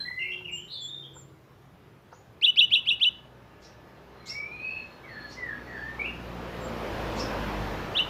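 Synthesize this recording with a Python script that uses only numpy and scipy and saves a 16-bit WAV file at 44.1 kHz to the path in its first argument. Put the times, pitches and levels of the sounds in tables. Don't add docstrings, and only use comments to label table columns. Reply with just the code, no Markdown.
import sys
import numpy as np
from scipy import signal
from scipy.fft import rfft, irfft, next_fast_len
from scipy.io import wavfile
from scipy.ndimage import uniform_filter1d, map_coordinates

SR = 44100
rng = np.random.default_rng(int(sys.argv[2]) if len(sys.argv) > 2 else 0)


def unload_wav(signal):
    wavfile.write(
        sys.argv[1],
        SR,
        np.round(np.clip(np.atleast_2d(signal).T, -1, 1) * 32767).astype(np.int16),
    )


N = 356769
SNAP_S = 0.011


def amp(db):
    return 10 ** (np.asarray(db) / 20)


def unit(x):
    return x / np.sqrt(np.mean(x ** 2) + 1e-20)


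def arch(u):
    return 4 * u * (1 - u)


def along(points, hz):
    f, v = np.transpose(points)
    return np.interp(np.log(hz + 1), np.log(f + 1), v)


def curves(rows):
    s, *cols = np.transpose(rows)
    t = np.arange(s[0], max(s[-1], s[0] + .01), 1 / SR)
    return [t] + [np.interp(t, s, c) for c in cols]


def wobble(rate, size):
    knots = rng.standard_normal(int(size * rate / SR) + 4)
    return map_coordinates(knots, [np.arange(size) * rate / SR])


def add(track, s, sound):
    start = int(np.clip(round(s * SR), 0, N - 1))
    track[start:start + len(sound)] += sound[:N - start]


def filtered(x, gain):
    m = next_fast_len(N + 8192)
    return irfft(rfft(x, m) * gain(np.fft.rfftfreq(m, 1 / SR)), m)[:N]


def rush(spectrum, patchy_db):
    z = signal.stft(rng.standard_normal(N), nperseg=1024)[2]
    patches = uniform_filter1d(rng.standard_normal(z.shape), size=6, axis=0)
    patches = uniform_filter1d(patches, size=10, axis=1)
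    noise = signal.istft(z * amp(patchy_db * unit(patches)), nperseg=1024)[1][:N]
    return unit(filtered(noise, lambda hz: amp(along(spectrum, hz))))


def tone(hz, db, overtones, jitter, jitter_rate, fade=0.0018):
    size = len(hz)
    phase = 2 * np.pi * np.cumsum(hz * (1 + jitter * wobble(jitter_rate, size))) / SR
    upper = sum(amp(level) * np.sin(round(k) * phase) * (k * hz < SR / 2) for k, level in overtones)
    edge = np.minimum(np.arange(size), np.arange(size)[::-1]) / (fade * SR)
    return np.sqrt(2) * amp(db) * (np.sin(phase) + upper) * np.sin(np.pi / 2 * np.minimum(edge, 1)) ** 2


def in_shop(x, direct_db, echo_db):
    # (frequency [Hz], t60 [s])
    decay = [(300, 0.43), (2000, 0.36), (3500, 0.39), (7000, 0.32), (14000, 0.6)]
    hz, t, z = signal.stft(rng.standard_normal(SR * 3 // 4), SR, nperseg=256)
    tail = signal.istft(z * amp(-60 * t / along(decay, hz)[:, None]), SR, nperseg=256)[1]
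    response = np.pad(amp(echo_db) * tail / np.linalg.norm(tail), (round(.004 * SR), 0))
    response[0] = amp(direct_db)
    return signal.fftconvolve(x, response)


def road_noise():
    # (frequency [Hz], relative density [dB])
    roar_spectrum = [(25, -16), (50, -7.5), (110, -1.5), (220, -2), (580, -3.5), (1000, -5.5), (1500, -9),
                     (2800, -16), (5500, -28), (9000, -44)]
    hiss_spectrum = [(3000, 4.5), (5500, 2), (7000, -0.5), (8000, -13), (9500, -7), (11000, 0.5),
                     (15500, -2.5)]
    ahead_spectrum = [(150, -17), (330, -2), (550, 4), (800, -8), (1500, -20), (3200, -20.5), (7000, -43.5)]
    nearest_s, crossing_s = 7.35, 0.62
    t = np.arange(N) / SR
    decades = np.log10(np.hypot(1, (t - nearest_s) / crossing_s))
    leaving_db = -5 * t
    roar = np.hypot(amp(-33.5 - 27 * decades), amp(-60 + leaving_db))
    hiss = np.hypot(amp(-56.5 - 22.5 * decades), amp(-66.5 + leaving_db))
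    ahead = amp(-39) * np.exp(-((t - 6.95) / .45) ** 2) * rush(ahead_spectrum, patchy_db=-2.5)
    roar *= amp(0.26 * wobble(9.8, N))
    return roar * rush(roar_spectrum, patchy_db=1.5) + hiss * rush(hiss_spectrum, patchy_db=3.5) + ahead


def street_drone():
    # (frequency [Hz], relative density [dB])
    spectrum = [(25, -29.5), (80, -4.5), (115, 0.5), (185, -4.5), (260, -14.5), (400, -6.5), (900, -45)]
    return amp(-57.5) * rush(spectrum, patchy_db=2.5)


def passing_motor():
    # (time [s], level [dB])
    envelope = [(0.0, -63), (2.03, -74.5), (2.95, -61.5), (5.04, -61), (5.86, -48), (6.8, -43), (7.61, -37),
                (7.98, -49.5), (8.09, -51)]
    # (multiple, relative level [dB])
    exhaust = [(2, -3.5), (3, -7), (4, -6), (5, -14), (6, -10.5), (9, -10.5)]
    firing_hz, drop_hz, slowing_s, width_s = 54.1, 8.3, 7.2, 1.2
    out = np.zeros(N)
    t, db = curves(envelope)
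    hz = firing_hz - drop_hz * (t - slowing_s) / np.hypot(width_s, t - slowing_s)
    orders = [(k, order_db + 3 * wobble(5.9, len(t))) for k, order_db in exhaust]
    motor = tone(hz, db + wobble(10, len(t)), orders, jitter=0.012, jitter_rate=25)
    add(out, t[0], in_shop(motor, direct_db=-2, echo_db=-11.5))
    return out


def leaving_motor():
    # (onset [s], starting frequency [Hz], sag [Hz/s], level [dB], duration [s])
    partials = [(0, 163, 0, -60.5, .7), (.18, 361, 4, -58, .5), (.5, 137, 1, -60.5, 1.3),
                (.85, 342, 45, -66, .8)]
    out = np.zeros(N)
    for s, start_hz, sag, db, length in partials:
        t = np.arange(0, length, 1 / SR)
        level = db + 3 * wobble(6.16, len(t))
        add(out, s, tone(start_hz - sag * t, level, [], jitter=0.0111, jitter_rate=16.8, fade=0.061))
    return out


def engine_whine():
    # (frequency [Hz], level [dB])
    partials = [(339, -66), (404, -66), (603, -68), (910, -69), (1244, -67.5), (1720, -67.5)]
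    crest_s = 5.3
    swell_db = -1.5 * (np.arange(N) / SR - crest_s) ** 2
    return sum(tone(np.full(N, hz), db + swell_db + 3 * wobble(5, N), [], jitter=.006, jitter_rate=22)
               for hz, db in partials)


def whistlers():
    # (onset [s], duration [s], start [Hz], middle [Hz], end [Hz], level [dB], swell [dB],
    # rasp [fraction of pitch])
    notes = [ (0, 0.016, 1630, 1697, 1710, -42.5, -14, 0.033),
             (0, 0.059, 4020, 4087, 4090, -39.5, -22, 0.0022),
             (0.046, 0.047, 1960, 1960, 2025, -36.5, 12, 0.012),
             (0.088, 0.18, 2104, 2014, 2183, -37, 3.5, 0.0071),
             (0.185, 0.0577, 2760, 2747, 2640, -38.5, 12, 0.022),
             (0.243, 0.068, 2430, 2346, 2280, -47, -2, .02),
             (0.28, 0.058, 2890, 2690, 2934, -35, 9, 0.0089),
             (0.315, 0.038, 3150, 3230, 3350, -40, -13, 0.033),
             (0.435, 0.072, 2702, 2780, 2050, -41, -4, 0.024),
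             (0.519, 0.046, 2830, 2854, 2860, -33.5, -5, 0.0064),
             (0.563, 0.068, 2965, 3010, 3020, -44, 3, 0.025),
             (0.674, 0.081, 3760, 3990, 3980, -42, 16, 0.049),
             (0.74, 0.16, 3640, 3432, 3545, -41.5, -3, 0.0094),
             (.875, 0.13, 3472, 3660, 3530, -41, 0, 0.011), (1.022, 0.054, 3290, 3220, 3560, -48, 6, 0.022),
             (4.107, 0.2, 4100, 4160, 4230, -66.5, 19, 0.0036),
             (4.21, 0.14, 2300, 2130, 2233, -51.5, 25, 0.013),
             (4.331, 0.25, 2217, 2348, 2500, -41.5, -1, 0.011),
             (4.495, 0.19, 3930, 4195, 4530, -62.5, 10, 0.013),
             (4.584, 0.219, 2448, 2582, 2536, -37, 0, 0.014),
             (4.685, 0.33, 4390, 4250, 4310, -64, -22, 0.011),
             (5.021, 0.22, 2418, 1775, 1753, -47, 13, 0.027),
             (5.066, 0.28, 4470, 4246, 4420, -57.5, 6, 0.017),
             (5.359, 0.18, 2030, 1911, 1604, -39, 12, 0.012),
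             (5.385, 0.49, 4310, 4430, 4430, -70.5, 9, 0.014),
             (5.662, 0.14, 1970, 1828, 1607, -42, 7, 0.044),
             (5.808, 0.11, 1748, 1800, 1788, -39, -8, 0.021),
             (5.99, 0.042, 2180, 2330, 2470, -31.5, -7, 0.0037),
             (6.041, 0.033, 2420, 2684, 2800, -34, -12, 0.019)]
    # (multiple, relative level [dB])
    harmonics = [(2, -33), (3, -48), (4, -46)]
    # (pitch [Hz], second-harmonic boost [dB])
    buzz = [(1700, 25), (1900, 0)]
    out = np.zeros(N)
    for s, length, start_hz, middle_hz, end_hz, db, swell_db, rasp in notes:
        u = np.linspace(0, 1, int(length * SR))
        hz = start_hz + (end_hz - start_hz) * u + (middle_hz - (start_hz + end_hz) / 2) * arch(u)
        pressure = wobble(55, len(u))
        level = db + swell_db * (u - .5) + 2 * pressure
        dulling_db = 3 * s
        overtones = [(k, base_db - dulling_db + along(buzz, hz) / (k - 1)) for k, base_db in harmonics]
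        slur = tone(hz * (1 + 0.0095 * pressure), level, overtones,
                    jitter=rasp, jitter_rate=650, fade=.006 + .1 * length)
        add(out, s, in_shop(slur, direct_db=-2, echo_db=1))
    return out


def high_calls():
    # (onset [s], level [dB], pitch [ratio])
    calls = [(0.515, -45.5, 1.034), (0.804, -48, 1.026), (1.138, -51.5, 1.028), (6.602, -54, 1.04)]
    # (time [s], pitch [Hz], level [dB])
    flight_call = [(2.116, 3620, -60), (2.13, 6000, -56.5), (2.146, 6800, -61.5), (2.2, 6970, -63.5)]
    length_s, start_hz, sag_hz_per_s = 0.1, 7240, 2800
    quaver_hz, quaver_period_s = 85, 0.0663
    out = np.zeros(N)
    t = np.arange(0, length_s, 1 / SR)
    shape_db = 16 * (arch(t / length_s) - 1)
    for s, db, pitch in calls:
        quaver = np.cos(2 * np.pi * t / quaver_period_s) + .5 * wobble(98, len(t))
        hz = start_hz - sag_hz_per_s * t + quaver_hz * quaver
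        level = db + shape_db + 2 * wobble(120, len(t))
        call = tone(pitch * hz, level, [(2, -24.5)], jitter=0.004, jitter_rate=600)
        add(out, s, in_shop(call, direct_db=0, echo_db=-9))
    t, hz, db = curves(flight_call)
    squeak = tone(hz, db, [], jitter=0.026 * np.exp(-(t - t[0]) / 0.012), jitter_rate=1100)
    add(out, t[0], in_shop(squeak, direct_db=-12, echo_db=-4.5))
    return out


def ticks():
    # (time [s], base pitch [Hz], relative level [dB], base jitter [fraction of pitch])
    contour = [(0, 1650, -22, .15), (.016, 2130, -13, .08), (.035, 2480, -8, .04), (.043, 2690, 1.5, .012),
               (.054, 2720, -2, .01), (.066, 2660, -15, .03)]
    # (onset [s], level [dB], pitch [ratio], scratch offset [dB], jitter [ratio])
    calls = [(3.607, -67, 1.02, 4, 5), (4.256, -48.5, 1.01, -9, 1.2), (5.282, -64, 1.0, 3.5, 5.9),
             (7.158, -48.5, .975, -7.5, 4.4)]
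    # (multiple, relative level [dB])
    harmonics = [(2, 14), (3, -26), (4, -20), (5, -23)]
    # (frequency [Hz], relative density [dB])
    spectrum = [(2500, -23), (3600, -0.5), (5600, 3.5), (7200, -12), (9500, -22.5), (15000, -27.5)]
    out = np.zeros(N)
    t, hz, shape_db, scatter = curves(contour)
    scratch = rush(spectrum, patchy_db=-1.5)
    swell = np.exp(-((t - .036) / 0.022) ** 2)
    for s, db, pitch, scratch_db, rasp in calls:
        jitter = np.minimum(rasp * scatter, .15)
        call = tone(pitch * hz, db + shape_db, harmonics, jitter, jitter_rate=1800)
        call += amp(db + scratch_db + 6) * swell * scratch[round(s * SR):][:len(t)]
        upper_db = db - 450 * np.abs(t - .018)
        upper = tone(6400 + 15000 * t, upper_db, [(2, -19)], jitter=.11, jitter_rate=3000)
        add(out, s, in_shop(call + upper, direct_db=-3, echo_db=0))
    return out


def perch():
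    # (time [s], level [dB])
    landings = [(0.104, -45), (.409, -43), (1.165, -40.5), (2.126, -34.5)]
    # (frequency [Hz], relative level [dB], t60 [s])
    modes = [(503, -3.5, 0.076), (725, -4.5, 0.065), (925, 2, 0.061), (1010, -2.5, .045), (1335, -5, 0.07),
             (1455, -5.5, .06)]
    rattle_db, rattle_t60_s = -13, 0.093
    rattle_band = signal.butter(5, [450, 1550], "bandpass", fs=SR, output="sos")
    out, t = np.zeros(N), np.arange(SR // 5) / SR
    for s, db in landings:
        for lead_s, foot_db in [(.008, -10.5), (0, 0)]:
            ring = sum(amp(level + rng.normal(0, 2) - 60 * t / t60)
                       * np.sin(2 * np.pi * (hz * t + rng.random())) for hz, level, t60 in modes)
            rattle = unit(signal.sosfilt(rattle_band, rng.standard_normal(len(t))))
            rattle *= amp(rattle_db - 60 * t / rattle_t60_s)
            knock = amp(db + foot_db) * (0.36 * ring + rattle) * (1 - np.exp(-t / 0.00043))
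            add(out, s - lead_s, in_shop(knock, direct_db=-1, echo_db=-13.5))
    return out


def chip_gesture():
    sweep_s, close_s = 0.043, 0.052
    start_hz, sweep_end_hz, dip_hz, close_hz = 2045, 3650, 2569, 2983
    t = np.arange(-sweep_s, close_s, 1 / SR)
    bow = 113 * arch(np.minimum(1 + t / sweep_s, 1))
    sweep = np.interp(t, [-sweep_s, 0, SNAP_S], [start_hz, sweep_end_hz, dip_hz]) + bow
    flick = 275 * np.exp(-(t / 0.0035) ** 2)
    settle = (close_hz - dip_hz) * (1 - np.exp(-np.maximum(t - SNAP_S, 0) / .009))
    droop = 166.6 * np.exp((t - close_s) / 0.004)
    hz = uniform_filter1d(sweep + flick + settle - droop, size=110)
    attack_db = 27.5 * np.minimum((t + sweep_s) / 0.02 - 1, 0)
    release_db = 6 * np.minimum((close_s - t) / 0.028 - 1, 0)
    accent_db = 6.5 * np.exp(-((t + 0.0061) / .0045) ** 2)
    return t, hz, attack_db + release_db + accent_db


def near_bird():
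    # (time of the top [s], sweep level [dB], turn level [dB], closing level [dB],
    # pitch [ratio], reflections [dB])
    chips = [(2.455, -20, -21.5, -13, 1.008, -16.5), (2.601, -18, -18, -15, 1.005, -16.5),
             (2.747, -19.5, -20.5, -24, 1.008, -14), (2.898, -23.5, -20, -26, 0.99, -12.5),
             (3.04, -20.5, -21, -16.5, 1.01, -17), (7.98, -27.5, -22, -26.5, 1.03, -9)]
    # (multiple, relative level [dB])
    harmonics = [(2, -45), (3, -48), (4, -48.5), (5, -51)]
    out = np.zeros(N)
    t, hz, shape_db = chip_gesture()
    opening = np.exp(-(t - t[0]) / 0.01)
    bright_db = 57 * opening + 8 * np.clip(t / SNAP_S, 0, 1)
    jitter = 0.002 + 0.053 * opening
    for s, sweep_db, turn_db, close_db, pitch, echo_db in chips:
        stress_db = np.interp(t, [.002, .016, .036], [sweep_db, turn_db, close_db])
        level = shape_db + stress_db + 1.1 * wobble(180, len(t))
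        overtones = [(k, db + bright_db / (k - 1) + 3.3 * wobble(150, len(t))) for k, db in harmonics]
        chip = tone(pitch * hz, level, overtones, jitter, jitter_rate=3400, fade=0.0033)
        add(out, s + t[0], in_shop(chip, direct_db=-0.5, echo_db=echo_db))
        for delay_s, gain in rng.uniform([.002, -1], [.012, 1], size=(5, 2)):
            add(out, s + t[0] + delay_s, gain * amp(echo_db) * chip)
    return out


def scene():
    indoors = near_bird() + whistlers() + high_calls() + ticks() + perch()
    street = road_noise() + street_drone() + passing_motor() + leaving_motor() + engine_whine()
    return (indoors + street)[None]


def record(dry):
    cutoff_hz = 15600
    return filtered(dry[0], lambda hz: hz < cutoff_hz)[None]


dry = scene()
out = record(dry)
unload_wav(out)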